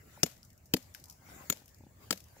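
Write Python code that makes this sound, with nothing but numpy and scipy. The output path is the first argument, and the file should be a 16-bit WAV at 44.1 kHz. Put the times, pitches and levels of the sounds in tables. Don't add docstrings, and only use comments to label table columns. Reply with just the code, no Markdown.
import sys
import numpy as np
from scipy import signal
from scipy.fft import rfft, irfft
from scipy.io import wavfile
from scipy.ndimage import uniform_filter1d

SR = 44100
rng = np.random.default_rng(int(sys.argv[2]) if len(sys.argv) > 2 else 0)


def transcribe(signal):
    frames = np.atleast_2d(signal).T
    limited = np.clip(frames, -1, 1)
    pcm = np.round(limited * 32767).astype(np.int16)
    wavfile.write(sys.argv[1], SR, pcm)


def boost(x):
    u = np.asarray(x, float) / 20
    return 10 ** u


N = 105840
GRAZE_S = 0.003
CRUSH_S = 0.000628


def evened(x):
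    return x / np.sqrt(np.mean(x ** 2) + 1e-20)


def left_right(db):
    return boost(np.array([[db], [-db]]))


def read(points, hz):
    f, value = np.transpose(points)
    return np.interp(np.log(hz + 1), np.log(f + 1), value)


def add(mix, s, sound):
    part = mix[..., round(s * SR):][..., :sound.shape[-1]]
    part += sound[..., :part.shape[-1]]


def high_pass(x, order, hz):
    return signal.sosfilt(signal.butter(order, hz, "high", fs=SR, output="sos"), x)


def colour(x, points):
    half = np.log(boost(read(points, np.fft.rfftfreq(2048, 1 / SR))))
    full = np.r_[half, half[-2:0:-1]]
    response = np.exp(full - 1j * signal.hilbert(full).imag)
    taps = np.fft.ifft(response).real[:1024]
    return signal.oaconvolve(x, taps / np.linalg.norm(taps))[:len(x)]


def ring(modes, t):
    return sum(boost(db - 60 * t / t60) * np.sin(2 * np.pi * hz * t) for hz, db, t60 in modes)


def grit(count, rough_db):
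    size_db = rough_db * np.minimum(rng.exponential(1, count), 4)
    return evened(rng.standard_normal(count) * boost(size_db))


def hiss(points, patchy_db):
    # pitch_hz, likeness (1 = identical)
    likeness = [(60, 0.91), (200, 0.97), (550, 0.14), (1500, 0.01)]
    frames, hz = N // 128 + 5, np.fft.rfftfreq(1024, 1 / SR)
    a, b, c, d, patches = rng.standard_normal((frames // 2 + 5, 513, 5)).T
    patches = evened(uniform_filter1d(uniform_filter1d(patches, 10, 0), 8, 1))
    same = np.clip(read(likeness, hz), -1, 1)[:, None]
    left = a + 1j * b
    right = same * left + np.sqrt(1 - same ** 2) * (c + 1j * d)
    z = np.array([left, right])
    z *= boost(read(points, hz)[:, None] + patchy_db * patches)
    z *= (hz < 15750)[:, None]
    return evened(signal.istft(z, nperseg=1024, noverlap=768)[1][:, :N])


def open_air():
    # pitch_hz, level_db (per Hz)
    rumble = [(12, -47.5), (20, -14.5), (70, 5), (381, -22), (476, -24), (605, -18), (1200, -37.5),
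              (1560, -73), (2640, -120)]
    # pitch_hz, level_db (per Hz)
    leaves = [(800, -16), (1720, -2.5), (2590, -23), (3300, -25), (4310, -4), (7400, 12), (9000, -5),
              (15100, 6)]
    return boost(-60) * hiss(rumble, 1.7) + boost(-75.5) * hiss(leaves, 1.5)


def sleeve():
    # time_s, level_db
    movement = [(0, -59.5), (.2, -52), (0.359, -66), (0.599, -67), (.92, -59), (1.0, -60.5), (1.2, -62),
                (1.3, -51), (1.46, -50), (1.66, -64), (1.98, -63.5), (2.028, -53), (2.22, -62.5),
                (2.4, -55)]
    # pitch_hz, level_db (per Hz)
    cloth = [(120, -24), (200, -5.5), (1000, -14), (1940, -14), (3300, -23), (7500, -18.5), (8800, -26.5),
             (15000, -19)]
    s, db = np.transpose(movement)
    level = boost(np.interp(np.arange(N) / SR, s, db) - 5.5)
    return level * hiss(cloth, 4.1) * left_right(1.5)


def grip():
    # time_s, level_db, lowest_mode_db
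    creaks = [(0.175, -42, -19.5), (1.22, -52, -7), (1.288, -49.5, -23), (1.317, -54.5, 0),
              (1.363, -57.5, 9), (1.386, -68, 9), (1.407, -47, 0), (1.439, -47, -6), (1.565, -53.5, -5),
              (1.618, -53, -3.5), (1.807, -52, 4), (1.836, -50, 0.5), (1.866, -51, 2.5),
              (2.366, -48.5, -41)]
    # pitch_hz, level_db, t60_s (time to fall by 60 dB)
    handle = [(244, 12, 0.015), (560, -4, 0.035), (846, 2, 0.019), (1490, -19.5, 0.019)]
    # start_s, end_s, level_db
    turns = [
        (1.213, 1.472, -67),
    ]
    # pitch_hz, level_db, t60_s
    rubbed = [(420, -11, 0.016), (780, -0.5, 0.03), (1550, 4, 0.015), (2000, -2, 0.033)]
    rubs_per_s, turn_edge_s = 1100, 0.089
    out, t, clock = np.zeros((2, N)), np.arange(2000) / SR, np.arange(N) / SR
    for s, db, low_db in creaks:
        knock = boost(low_db) * ring(handle[:1], t)
        knock = knock + ring(handle[1:], t * rng.uniform(.95, 1.05))
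        add(out, s - .001, boost(db - 0.5) * np.array([knock, knock]) * np.minimum(t / 0.0027, 1))
    effort = np.zeros(N)
    for start, end, db in turns:
        effort += boost(db) * np.clip(np.minimum(clock - start, end - clock) / turn_edge_s, 0, 1)
    rubs = rng.standard_normal((2, N)) * boost(1.3 * rng.exponential(1, N))
    rubs = rubs * (rng.random(N) < rubs_per_s / SR)
    turning = signal.oaconvolve(effort * rubs, ring(rubbed, t)[None])[:, :N]
    return (out + turning) * left_right(1.5)


def chips():
    # time_s, level_db, lowest_hz, length_s
    falls = [(0.4306, -41, 3500, 0.00083), (0.503, -52.5, 3600, 0.0029), (0.578, -51.5, 6230, 0.0022),
             (0.657, -53.5, 5800, 0.01), (0.826, -48.5, 3670, 0.0036), (0.9481, -33.5, 1460, 0.0019),
             (1.04, -40, 4040, 0.0027), (1.083, -52, 4960, 0.0065), (1.0983, -37.5, 4360, 0.0024),
             (1.109, -44, 4100, 0.0035), (1.057, -45.5, 4040, .002), (.9995, -48, 4000, 0.0025),
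             (.941, -46.5, 4440, 0.003), (1.125, -47, 4100, 0.003), (1.658, -48.5, 5830, 0.0028),
             (1.68, -42.5, 2500, 0.0012), (1.746, -47.5, 4700, 0.0013), (1.785, -53, 6100, 0.0023),
             (2.156, -54, 2000, 0.0012), (2.174, -46.5, 2160, 0.0022), (2.1753, -41.5, 2000, 0.0031),
             (2.204, -43.5, 2670, 0.0026), (2.24, -50, 3530, 0.0033), (.378, -52.5, 5500, 0.0025),
             (0.449, -50.5, 6100, 0.0037), (0.53, -53.5, 6200, .003), (1.691, -51.5, 3000, 0.0027),
             (2.285, -55.5, 4500, 0.0026), (0.366, -54.5, 1500, .003)]
    # pitch_hz, level_db (per Hz)
    tick_colour = [(880, -14), (1500, 2.5), (2410, -7), (3880, -10), (5380, -1), (8740, -11), (14900, -6),
                   (16000, -25.5)]
    trickle_db, trickle_s = -21.5, 0.052
    out, t = np.zeros((2, N)), np.arange(4000) / SR
    for s, db, low_hz, length in falls:
        shape = np.exp(-t / length) + boost(trickle_db) * np.exp(-t / trickle_s)
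        shape = shape * np.minimum(t / 0.00055, 1)
        burst = [colour(grit(count=4000, rough_db=2.5) * shape, tick_colour) for port in (0, 1)]
        tick = high_pass(burst, 3, low_hz)
        tick = signal.sosfilt(signal.butter(8, 15600, fs=SR, output="sos"), tick)
        add(out, s - .0005, boost(db - 2.0) * tick * left_right(2.5))
    return out


def ground_thud(t, row, delay, back_db, ground):
    # pitch_hz, level_db, t60_s
    deep = [(92, -17, 0.027)]
    # pitch_hz, level_db, t60_s
    upper = [(296.4, -0.5, 0.039), (253, -7.5, 0.07), (434, -1, 0.031), (574, -8, 0.028), (739, -10, 0.022)]
    crack_db, deep_db, upper_db = row[1:4]
    deep_hz, deep_t60, ratio, lag = ground
    late = np.maximum(t - lag, 0)
    thud = boost(deep_db + 11.5) * ring(deep + [(deep_hz, 6, deep_t60)], late)
    thud = thud + boost(upper_db + 7.5) * ring(upper, late * ratio)
    thud = thud * np.minimum(late / 0.0025, 1)
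    return thud + boost(back_db - crack_db + 1) * np.interp(t - delay, t, thud, left=0)


def rebound_grit(t, delay, rebound, clumps):
    # pitch_hz, level_db (per Hz)
    grit_colour = [(290, -28), (500, 0.5), (1050, -8.5), (3290, -5), (3920, -5.5), (7420, -3.5),
                   (8450, -12), (14900, -6.5), (16000, -30.5)]
    back_db, length, slide_db, slide_t60 = rebound
    after = np.maximum(t, 0)
    back = boost(back_db) * np.exp(-np.abs(t - delay) / (length * np.where(t < delay, .3, .55)))
    slide = boost(slide_db - 60 * after / slide_t60) * np.minimum(after / 0.076, 1)
    return colour(grit(count=len(t), rough_db=1.0) * (back + slide) * clumps, grit_colour)


def steel_head(t, row, delay, back_db):
    # pitch_hz, level_db, t60_s
    steel = [(6870, 0.5, 0.092), (6940, -12, .04)]
    # pitch_hz, level_db (over the rebound grit), t60_s
    bounce = [(584, -5, .02), (2500, -4.5, 0.01), (4700, -5, .015)]
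    mute_s, mute_db_per_s = 0.004, 3000
    crack_db, steel_db = row[1], row[4]
    bounced = np.maximum(t - delay, 0)
    head = ring(steel, np.maximum(t - CRUSH_S, 0))
    head = head + boost(back_db - crack_db + 19.0) * ring(steel, bounced)
    head = boost(steel_db) * head * boost(-mute_db_per_s * np.maximum(t - delay - mute_s, 0))
    return head + boost(back_db) * ring(bounce, bounced)


def crushed_stone(t, crack_db, spot, stone):
    graze_db, crush_t60, stop_s, stop_db_per_s = -40, 0.035, 0.0054, 905
    after = np.maximum(t, 0)
    crush = np.minimum(after / CRUSH_S + 0.14, 1) * boost(-60 * after / crush_t60)
    crush = np.where(t < 0, boost(graze_db), crush)
    stop = boost(-stop_db_per_s * np.maximum(t - stop_s, 0))
    crush = crush * stop
    crack = colour(grit(count=len(t), rough_db=1.5) * boost(crack_db - 6.5) * crush, spot)
    struck = np.maximum(t - CRUSH_S, 0)
    return crack + ring(stone, struck) * np.minimum(struck / 0.00088, 1) * stop


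def ports(near, far):
    # pitch_hz, difference_db
    shadow = [(700, 3.5), (1100, 12.5), (1700, 3), (3200, 7.5), (5700, 7), (7400, 18.5), (8600, 11.5),
              (10000, 3.5)]
    far_delay_s = 0.00013
    hz = np.fft.rfftfreq(N, 1 / SR)
    heard = rfft(far) * np.exp(-2j * np.pi * hz * far_delay_s) / boost(read(shadow, hz))
    return np.array([near, irfft(heard, N)])


def blows():
    # time_s, crack_db, deep_thud_db, upper_thud_db, steel_ring_db
    strikes = [
        (0.2314, -9, -35.5, -27, -35),
        (0.7372, -13.5, -33, -21, -55),
        (1.499, -15, -45, -36, -33.5),
        (2.1069, -16, -55, -33, -55),
    ]
    # pitch_hz, level_db (per Hz)
    spots = [
        [(530, 0.5), (900, -16), (3040, -12), (3960, -12), (5610, -1.5), (8350, -11.5), (15100, -14),
         (16000, -39.5)],
        [(530, -14), (900, -1.5), (1990, -15), (2600, -3.5), (6970, -7.5), (9200, -15.5), (14900, -5.5),
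         (16000, -20.5)],
        [(530, -62.5), (900, -11.5), (3590, -6.5), (4680, -14), (6970, -2.5), (9310, -11.5), (14500, -2.5),
         (16000, -20)],
        [(530, -37), (900, -6.5), (2140, -9), (3110, -9), (7680, -7.5), (8350, -11), (13400, -14), (16000, -13)],
    ]
    # pitch_hz, level_db, t60_s
    stones = [
        [(1306, -29.5, .022), (1770, -30.5, 0.023), (2866, -25.5, 0.043), (3520, -27, .022),
         (4550, -22.5, .018), (5530, -15, 0.02), (6140, -32, .02), (6600, -23.5, 0.02), (7410, -23, .02),
         (8230, -30, 0.013)],
        [(899, -28, 0.029), (1500, -27.5, 0.012), (2000, -28.5, 0.024), (2590, -20.5, 0.018),
         (2987, -23, 0.016), (3580, -28, .02), (4595, -20, 0.029), (5120, -33, .012), (7085, -22.5, .014),
         (7740, -26.5, 0.017)],
        [(1330, -26.5, 0.024), (1740, -27, 0.019), (2250, -27, 0.017), (3730, -27, 0.019), (4200, -25, 0.021),
         (5600, -31, .015), (6450, -38, .014), (6960, -20, 0.016), (8300, -30, 0.014), (14960, -27, 0.03)],
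        [(1297, -21.5, 0.017), (2500, -38, 0.014), (3125, -26.5, 0.028), (4270, -45, 0.023), (4710, -17, 0.02),
         (5040, -26.5, .02), (5500, -27, .014), (6950, -28.5, .018), (7730, -27, 0.026), (8400, -45, .01)],
    ]
    delays = [.033, .031, .0265, .0215]
    # level_db, t60_s
    rebounds = [(-39.5, 0.0085, -44, 0.33), (-39.5, 0.007, -48.5, 0.35), (-34.5, 0.0054, -46, 0.34),
                (-30, 0.0059, -40, 0.2)]
    # deep_hz, deep_t60_s, upper_pitch_ratio, lag_s
    grounds = [(172, 0.041, 0.95, 0.00061), (192, 0.036, 1.018, 0.00171), (176, 0.036, .9, 0.0012),
               (189.6, 0.12, 1, 0.00093)]
    t = np.arange(0, .45, 1 / SR) - GRAZE_S
    bright, thuds = np.zeros((2, N)), np.zeros(N)
    for row, spot, stone, delay, rebound, ground in zip(strikes, spots, stones, delays, rebounds, grounds):
        start, back_db = row[0] - GRAZE_S, rebound[0]
        clumps = boost(2 * evened(uniform_filter1d(rng.standard_normal(len(t)), size=90)))
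        head = steel_head(t, row, delay, back_db)
        pair = [crushed_stone(t, row[1], spot, stone) + rebound_grit(t, delay, rebound, clumps) + head
                for port in (0, 1)]
        add(bright, start, np.array(pair))
        add(thuds, start, ground_thud(t, row, delay, back_db, ground))
    bright = high_pass(bright, 2, 350)
    return boost(3.5) * ports(*bright) + thuds * left_right(1)


def scene():
    return blows() + chips() + grip() + sleeve() + open_air()


def roll_off(x):
    return signal.sosfilt(signal.butter(12, 16660, fs=SR, output="sos"), x)


def record(dry):
    cut = high_pass(dry, 3, 54.4)
    return roll_off(cut)


dry = scene()
out = record(dry)
transcribe(out)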